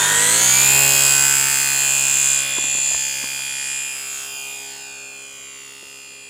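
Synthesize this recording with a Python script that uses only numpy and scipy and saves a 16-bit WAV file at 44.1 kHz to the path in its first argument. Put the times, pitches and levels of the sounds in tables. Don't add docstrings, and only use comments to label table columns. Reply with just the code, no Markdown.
import sys
import numpy as np
from scipy import signal
from scipy.fft import rfft, irfft
from scipy.io import wavfile
from scipy.ndimage import uniform_filter1d, map_coordinates

SR = 44100
rng = np.random.default_rng(int(sys.argv[2]) if len(sys.argv) > 2 else 0)


def inscribe(sig):
    pcm = np.round(np.clip(np.atleast_2d(sig).T, -1, 1) * 32767)
    wavfile.write(sys.argv[1], SR, pcm.astype(np.int16))


def invert_db(level):
    return 10 ** (np.asarray(level, dtype=float) / 20)


N = 277389
STEPS_PER_TURN = 36
FRAMES, POINTS, LINES_MAX = 256, 8192, 340


def curves(table, s):
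    t, *columns = np.transpose(table)
    return [np.interp(s, t, column) for column in columns]


def on_log(table, hz):
    table_hz, value = np.transpose(table)
    return np.interp(np.log(hz + 1), np.log(table_hz + 1), value)


def unit(x):
    return x / np.std(x)


def swings(table, s):
    return sum(db * np.exp(-((s - at) / length) ** 2) for at, db, length in table)


# frequency in Hz, density in dB per Hz.
FLOOR = [(15, -16), (70, -6.5), (200, -10.5), (500, -4), (1500, -13.5), (4000, -17), (9000, -16),
         (15500, -28)]


def floor(level_db=-55.5, side_share=0.41):
    colour = invert_db(on_log(FLOOR, np.fft.rfftfreq(N, 1 / SR)))
    mid, side = (unit(irfft(rfft(rng.standard_normal(N)) * colour, N)) for _ in range(2))
    return invert_db(level_db) * (mid + side_share * side * np.array([[1], [-1]]))


# start in seconds, peak in dB, shell pitch in Hz,
# thump in dB and click in dB relative to the peak.
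KNOCKS = [(2.569, -35, 619, -18, 8), (2.582, -19.5, 345, -29, -4), (2.639, -33.5, 272, -13, 6),
          (2.679, -36, 277, -4, -6), (2.748, -25.5, 262, -23, -5), (2.781, -28.5, 315, -19, -1),
          (2.869, -36.5, 272, -16, 3), (2.889, -41, 611, -9, 2), (2.911, -28, 678, -16, -5),
          (2.943, -27.5, 700, -3, 2.5), (3.236, -26.5, 247, -14, 1.5), (3.391, -34, 670, -22, -3),
          (3.958, -41, 550, -16, 3), (4.759, -53, 408.5, -16, 13), (5.389, -44, 409, -17, -5),
          (5.827, -33.5, 403, -19, -7)]


def knocks(t60=0.02, thump_hz=70, thump_t60=.07, click_hz=1000, click_t60=0.019, crack_db=-1, crack_s=0.0029):
    out = np.zeros(N)
    t = np.arange(int(.15 * SR)) / SR
    rise = 1 - np.exp(-t / 0.00076)
    dull = signal.butter(2, [200, 1800], "band", fs=SR, output="sos")
    for start_s, db, shell_hz, thump_db, click_db in KNOCKS:
        modes = [(shell_hz, db, t60),
                 (thump_hz, db + thump_db - 4, thump_t60),
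                 (click_hz, db + click_db, click_t60)]
        ring = sum(invert_db(d) * np.sin(2 * np.pi * f * t) * 1000 ** (-t / decay) for f, d, decay in modes)
        grit = unit(signal.sosfilt(dull, rng.standard_normal(len(t))))
        crack = invert_db(db + click_db + crack_db) * grit * np.exp(-t / crack_s)
        out[int((start_s + .002) * SR):][:len(t)] += 1.29 * rise * (ring + crack)
    return out


# time in seconds, swing in dB, length in seconds.
WING = [
    (.508, -18, 0.018),
    (.635, -11, .025),
]


def wing(t, tone_hz=975, level_db=-29.5, db_per_s=-14):
    fade = np.clip((.8 - t) / 0.079, 0, 1)
    level = np.sqrt(2) * invert_db(level_db + db_per_s * t + swings(WING, t))
    return level * fade * np.sin(2 * np.pi * tone_hz * t)


# time in seconds, motor steps in Hz.
TURN = [(0, 1750), (.1, 1833), (.2, 1893), (.3, 1992), (.4, 2148), (.5, 2277), (.6, 2370), (.7, 2471),
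        (.77, 2499), (.93, 2507), (1.1, 2495), (1.5, 2479), (2.1, 2459), (3.15, 2439), (4.3, 2441),
        (4.7, 2447), (5.6, 2436), (6.29, 2437)]


def step_rate(s):
    return curves(TURN, s)[0]


def missing(s, full_hz=2500, start_hz=1750):
    return np.clip((full_hz - step_rate(s)) / (full_hz - start_hz) * (s < 1), 0, 1)


# time in seconds, loss by distance in dB,
# shading of the treble in dB.
FLIGHT = [(0, -0.5, -5.5), (.33, 0.5, -1.5), (.8, 0, -1), (1.35, 3, -2), (1.6, 4.5, -1), (1.95, 4.5, -4),
          (2.3, 6, -3), (2.55, 7, -8.5), (2.9, 8.5, -6.5), (3.25, 9.5, -7.5), (3.73, 12, -5.5),
          (4.05, 15, -3.5), (4.5, 16.5, -5.5), (4.9, 20, -10.5), (5.1, 20.5, -11.5), (5.3, 22, -9.5),
          (5.7, 22.5, -8), (6.29, 24.5, -8.5)]


def flight(s):
    return curves(FLIGHT, s)


# time in seconds, extra delay in ms,
# mirrored share for the weak lines.
MIRROR = [(0, 0.13, 0), (3.2, 0.073, 0.033), (3.6, 0.1, 0), (3.85, 0.21, 0.15), (4.21, .41, 0.24),
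          (4.45, 0.57, 0.6), (4.76, 0.81, 0.31), (4.9, 0.98, 0.61), (5.1, 1.036, 0.85), (5.7, 1.23, 0.58),
          (6.29, 1.35, 0.35)]


def mirror(s):
    lag_ms, share = curves(MIRROR, s)
    return lag_ms / 1000, share


def comb(hz, lag_s, share):
    return np.abs(1 - share * np.exp(-2j * np.pi * hz * lag_s))


def glance(s, hz, share, snow_share=0.79, glance_db=7):
    flatness = 1 - np.exp(-np.abs(flight(s)[0]) / glance_db)
    return 20 * np.log10(comb(hz, mirror(s)[0], np.clip(share * snow_share * flatness, 0, .95)))


# time
# in seconds, frequency in Hz, gain in dB, length in seconds.
FACES = [(0, 1532, 17, 0.29), (1.95, 1600, 5, .25), (3, 1532, -14, 0.47), (3.5, 1532, 6, 0.35),
         (5, 1532, -4, 0.46), (0, 1750, -14, 0.054), (.35, 2070, -16, .06), (.47, 2235, -9, .08),
         (4, 2370, -15, 0.047), (1.45, 2500, -4.5, 0.24), (1.7, 2815, -5, 0.22), (3.5, 2900, -10.5, 0.34),
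         (0.3, 415, 21, 0.13), (0, 3215, 8, 0.12), (-0.2, 3215, -6, .15), (1.45, 3215, -11, 0.39),
         (3.5, 3215, 6, 0.17), (4.5, 3215, 7, 0.19), (5.5, 3300, 1.5, .25), (-0.5, 4320, -7, 0.35),
         (1, 4320, 3.5, 0.21), (2.8, 4320, 4.5, .25), (2, 4900, -12, 0.43), (1.8, 4930, 6, .5),
         (2.55, 4860, -17, .25), (.95, 7700, -7.5, 0.093), (1, 9440, -9, 0.65), (2.7, 9696, 3.5, 0.37),
         (3.7, 9696, 6, 0.26), (6.29, 9696, 11, 0.45)]


def facing(hz, s, width=.07):
    return sum(swings([(at, db, length)], s) * np.exp(-(np.log(hz / f) / width) ** 2)
               for at, f, db, length in FACES)


# frequency in Hz, width in Hz, level in dB.
BODY = [(406, 920, -3), (873, 130, -1), (1525, 304, 5.5), (1833, 450, 5.5), (2623, 670, 6.5),
        (3210, 466, 9.5), (4314, 490, 3.5), (4935, 440, 0), (6700, 470, 5), (8090, 650, 3.5),
        (9650, 590, 4), (10110, 800, 0), (12050, 820, -4.5), (14480, 560, -6.5)]


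def body(hz, bell_hz, s, bell_width_hz=730, bell_db=10, valley_db=-27):
    power = invert_db(2 * valley_db) + 0 * hz
    for f, width, db in BODY + [(bell_hz, bell_width_hz, bell_db)]:
        power = power + invert_db(2 * (db + facing(f, s))) / (1 + (2 * (hz - f) / width) ** 2) ** 1.327
    return np.sqrt(power) * (hz < 16500)


BAND_EDGES_HZ = (1200, 5800, 8700)


def bands(hz):
    steps = [1 / (1 + (edge / (hz + 1)) ** 24) for edge in BAND_EDGES_HZ]
    return -np.diff([1 + 0 * hz] + steps + [0 * hz], axis=0)


# level at full revs in dB, share of the distance loss,
# share of the shading, extra at the start of the spin-up in dB, power of the missing revs.
RANGES = [
    (-28.5, 1.25, 0.019, -2.5, 0.19),
    (-19.5, 0.99, 0.0069, -2, 1),
    (-13, 1.26, .2, -5, 0.95),
    (-19, 0.98, 1, -3.5, 0.84),
]
# time in seconds, centre in Hz.
BELL = [(0, 6830), (.1, 6940), (.18, 8150), (.33, 8430), (.4, 6770), (.8, 7280), (1.9, 7520), (2.3, 7200),
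        (3.2, 6750), (3.7, 7500), (4.2, 7700), (4.35, 6900), (6.29, 6960)]
# time in seconds, swing in dB, length in seconds.
FADES = [(.1, -3, .07), (.38, -1.5, 0.026), (.85, -3.5, 0.21), (1.47, -3, 0.086), (1.68, -3, 0.094),
         (1.94, 0, 0.077), (2.28, 3.5, 0.17), (2.47, -5.5, 0.068), (2.88, 3.5, 0.22), (3.3, -4, 0.25),
         (3.73, 3, 0.11), (4.01, -1, .05), (4.16, 2.5, .07), (4.31, -2.5, .04), (4.48, -2, .05),
         (4.9, 0.5, 0.066), (5.13, -2.5, 0.046), (5.4, 2, 0.24), (5.78, -2, .1)]


def loudness(s):
    loss, shade = flight(s)
    db = np.array([full_db - far * loss + shaded * shade + start_db * missing(s) ** power
                   for full_db, far, shaded, start_db, power in RANGES])
    db[0] += glance(s, 540, .75)
    db[2] += swings(FADES, s)
    return invert_db(db), curves(BELL, s)[0]


def rush(t, angle, beat=0.45, low_hz=120, level_db=-11, start_db=7, far=0.24):
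    hz = np.fft.rfftfreq(N, 1 / SR)
    colour = body(hz, 7300, 0.53) / (1 + (low_hz / (hz + 1)) ** 0.6)
    pulse = 1 + beat * np.cos(4 * np.pi * angle)
    noise = rfft(rng.standard_normal(N) * pulse) * colour
    parts = [unit(irfft(noise * share, N)) for share in bands(hz)]
    level = invert_db(level_db + start_db * missing(t) - far * flight(t)[0])
    air = level * np.sum(loudness(t)[0] * parts, axis=0)
    lag_s, share = mirror(t)
    share = share / 2
    return (air - share * np.interp(t - lag_s, t, air)) / np.sqrt(1 + share ** 2)


def drift(slow, wide):
    field = rng.standard_normal((FRAMES, LINES_MAX))
    for _ in range(2):
        field = uniform_filter1d(field, slow, axis=0)
        field = uniform_filter1d(field, wide, axis=1)
    return unit(field)


# place in the turn from 0 to 1, strength in dB.
BURSTS = [(0.03, -0.5), (.34, -4), (.68, -7), (.52, -9)]


def bursts(order, vary_db=4.0, blur=0.78, slip=0.261):
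    slow_slip = slip * uniform_filter1d(rng.standard_normal(LINES_MAX), 9) * 3
    late = np.cumsum(slow_slip + blur * rng.standard_normal(LINES_MAX))
    spots = sum(invert_db(db + vary_db * drift(slow=30, wide=14)) * np.exp(-2j * np.pi * order * place)
                for place, db in BURSTS)
    spots = spots / np.sqrt(uniform_filter1d(np.abs(spots) ** 2, 8, axis=1))
    return spots * np.exp(1j * late)


# level at full revs in dB, share of the
# distance loss, extra at the start of the spin-up in dB, power of the missing revs, share of the mirror.
LEAD = [(-32, 1.39, -17, 1.2, 0.86), (-36.5, 1.1, -21, 0.63, 1.66), (-24, 1.073, -1.5, 0.82, 1.1),
        (-33.5, 0.76, -14, .2, 1), (-49.5, 0.98, 11.5, 0.2, 0.75), (-41.5, 0.96, -15, 0.56, .7),
        (-37.5, 1.51, -17, 0.48, 1.07), (-34, 1.3, -9, .6, 0.7), (-54, 0.94, 4.5, .6, 0.94),
        (-39, 0.78, -5, .4, 1.15), (-23, 1.25, -35, .3, 0.67), (-22, 1.185, -28, 1.7, 0.62)]


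def leading(s, hz, beam_hz=5800):
    full_db, far, start_db, power, share = np.transpose(LEAD)
    db = full_db - far * flight(s)[0] + start_db * missing(s) ** power
    db = db + glance(s, hz, share) + facing(hz, s)
    return db + 1.3 * swings(FADES, s) * (hz > beam_hz)


# multiple of the turn, extra in dB.
STANDING = [(5, -11), (8, -0.5), (9, -4), (13, 1.5), (17, -2), (22, 3), (30, 4.5), (37, 6), (39, 5),
            (40, 5.5), (47, 3.5), (50, 7.5), (63, -1), (74, 2), (113, 6), (178, 4), (212, 3.5), (217, 9),
            (221, 3)]
STEP_DB = [9.5, 3, 8.5, 5.5, 2.5, 4, 5, -2, -7, 2]


def side_lines(s, order, own_db=2.5, patch_db=2.0, step_width=5.7,
               shudder_db=2.5, shudder_start_db=6.5, shudder_far=0.34, lift_off=(3.8, 4.5, 0.24)):
    db = own_db * drift(slow=9, wide=1) + patch_db * drift(slow=11, wide=6)
    half = STEPS_PER_TURN // 2
    from_step = (order + half) % STEPS_PER_TURN - half
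    db += np.take(STEP_DB, (order + half) // STEPS_PER_TURN) * np.exp(-(from_step / step_width) ** 2)
    for multiple, more_db in STANDING:
        db[:, round(multiple)] += more_db
    shudder = shudder_db + shudder_start_db * missing(s) ** 0.32 - shudder_far * flight(s)[0]
    shudder = shudder + swings([lift_off], s)
    db[:, 5:10:2] += shudder[:, None]
    return db


LEADING_ORDERS = [2, 6, 36, 41, 3, 4, 10, 72, 7, 38, 104, 108]


def motor(t, wobble_db=-17, idle_db=-76, judder_rad=0.88, flutter_db=0.64):
    s = np.linspace(0, t[-1], FRAMES)
    s_col = s[:, None]
    order = np.arange(LINES_MAX)
    hz = step_rate(s)[:, None] / STEPS_PER_TURN * order
    gain, bell_hz = loudness(s)
    db = side_lines(s, order)
    lag_s, mirrored = mirror(s_col)
    snow = comb(hz, lag_s, mirrored / (1 + hz / 12000))
    size = invert_db(db) * body(hz, bell_hz[:, None], s_col) * snow * (order > 1)
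    spots = bursts(order)
    size = size * np.abs(spots) ** 0.5
    size[:, LEADING_ORDERS] = 0

    lead = np.zeros_like(size)
    lead[:, LEADING_ORDERS] = np.sqrt(2) * invert_db(leading(s_col, hz[:, LEADING_ORDERS]))
    lead[:, 1] = lead[:, 2] * invert_db(wobble_db) + invert_db(idle_db)

    share = bands(hz)
    lead_power = np.sum(share * lead ** 2, axis=2) / 2
    rest = np.maximum(gain ** 2 - lead_power, 0.7 * gain ** 2)
    scale = np.sqrt(rest / np.sum(share * size ** 2, axis=2) * 2)
    size = lead + size * np.sum(share * scale[:, :, None], axis=0)
    size *= invert_db(flutter_db * drift(slow=2, wide=3))

    judder = judder_rad * missing(s_col) ** 0.42 * (lead == 0)
    spots *= np.exp(1j * judder * drift(slow=1, wide=2))
    spots[:, :19] = spots[0, :19]
    turn = irfft(size * spots / np.abs(spots), POINTS, axis=1) * POINTS / 2
    angle = np.cumsum(step_rate(t)) / STEPS_PER_TURN / SR
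    place = [t / t[-1] * (FRAMES - 1), angle % 1 * (POINTS - 1)]
    return map_coordinates(turn, place, order=1, mode="nearest"), angle


# frequency in Hz, level in dB and phase in radians with the plane
# to the side, level in dB and phase in radians with the plane ahead.
PORTS = [(60, -1.5, 0, -1.5, 0), (400, -2.5, 0.12, -3, 0), (1300, 0, 0, 0, 0), (5600, 0, 0.017, 0, 0),
         (6500, -2, 0.27, -.5, 0.01), (8150, -3, 0.087, -1, -0.27), (8900, -6, 0.84, -7, -.15),
         (9500, -6, 1.73, -7.5, 0.5), (10500, 6.5, 0, -4, 1), (11500, 4.5, 0.6, 2, 0.3),
         (12500, 2, 0.52, 2.5, 0), (13400, -0.5, 0.057, 0, 0)]
# start in seconds, end in seconds.
AHEAD_S = (1.54, 2.7)


def through_ports(mono, t):
    spectrum = rfft(mono)
    hz = np.fft.rfftfreq(N, 1 / SR)
    columns = (on_log(np.array(PORTS)[:, [0, k]], hz) for k in range(1, 5))
    aside_db, aside_rad, ahead_db, ahead_rad = columns
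    left_aside = invert_db(aside_db / 2) * np.exp(.5j * aside_rad)
    left_ahead = invert_db(ahead_db / 2) * np.exp(.5j * ahead_rad)
    aside, ahead = (irfft(spectrum * np.array([left, 1 / left]), N) for left in (left_aside, left_ahead))
    swing = np.interp(t, AHEAD_S, (0, 1))
    return (1 - swing) * aside + swing * ahead


def scene():
    t = np.arange(N) / SR
    lines, angle = motor(t)
    mono = lines + rush(t, angle) + wing(t) + knocks()
    return through_ports(mono, t) + floor()


def band_limit(x):
    return signal.sosfilt(signal.butter(12, 16130, fs=SR, output="sos"), x)


def record(dry):
    low_cut = signal.butter(3, 52, "high", fs=SR, output="sos")
    top_cut = signal.ellip(14, .3, 50, 15880, fs=SR, output="sos")
    x = signal.sosfilt(top_cut, signal.sosfilt(low_cut, dry))
    rounded = x / (1 + np.abs(x) ** 4) ** 0.48
    return band_limit(rounded)


dry = scene()
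out = record(dry)
inscribe(out)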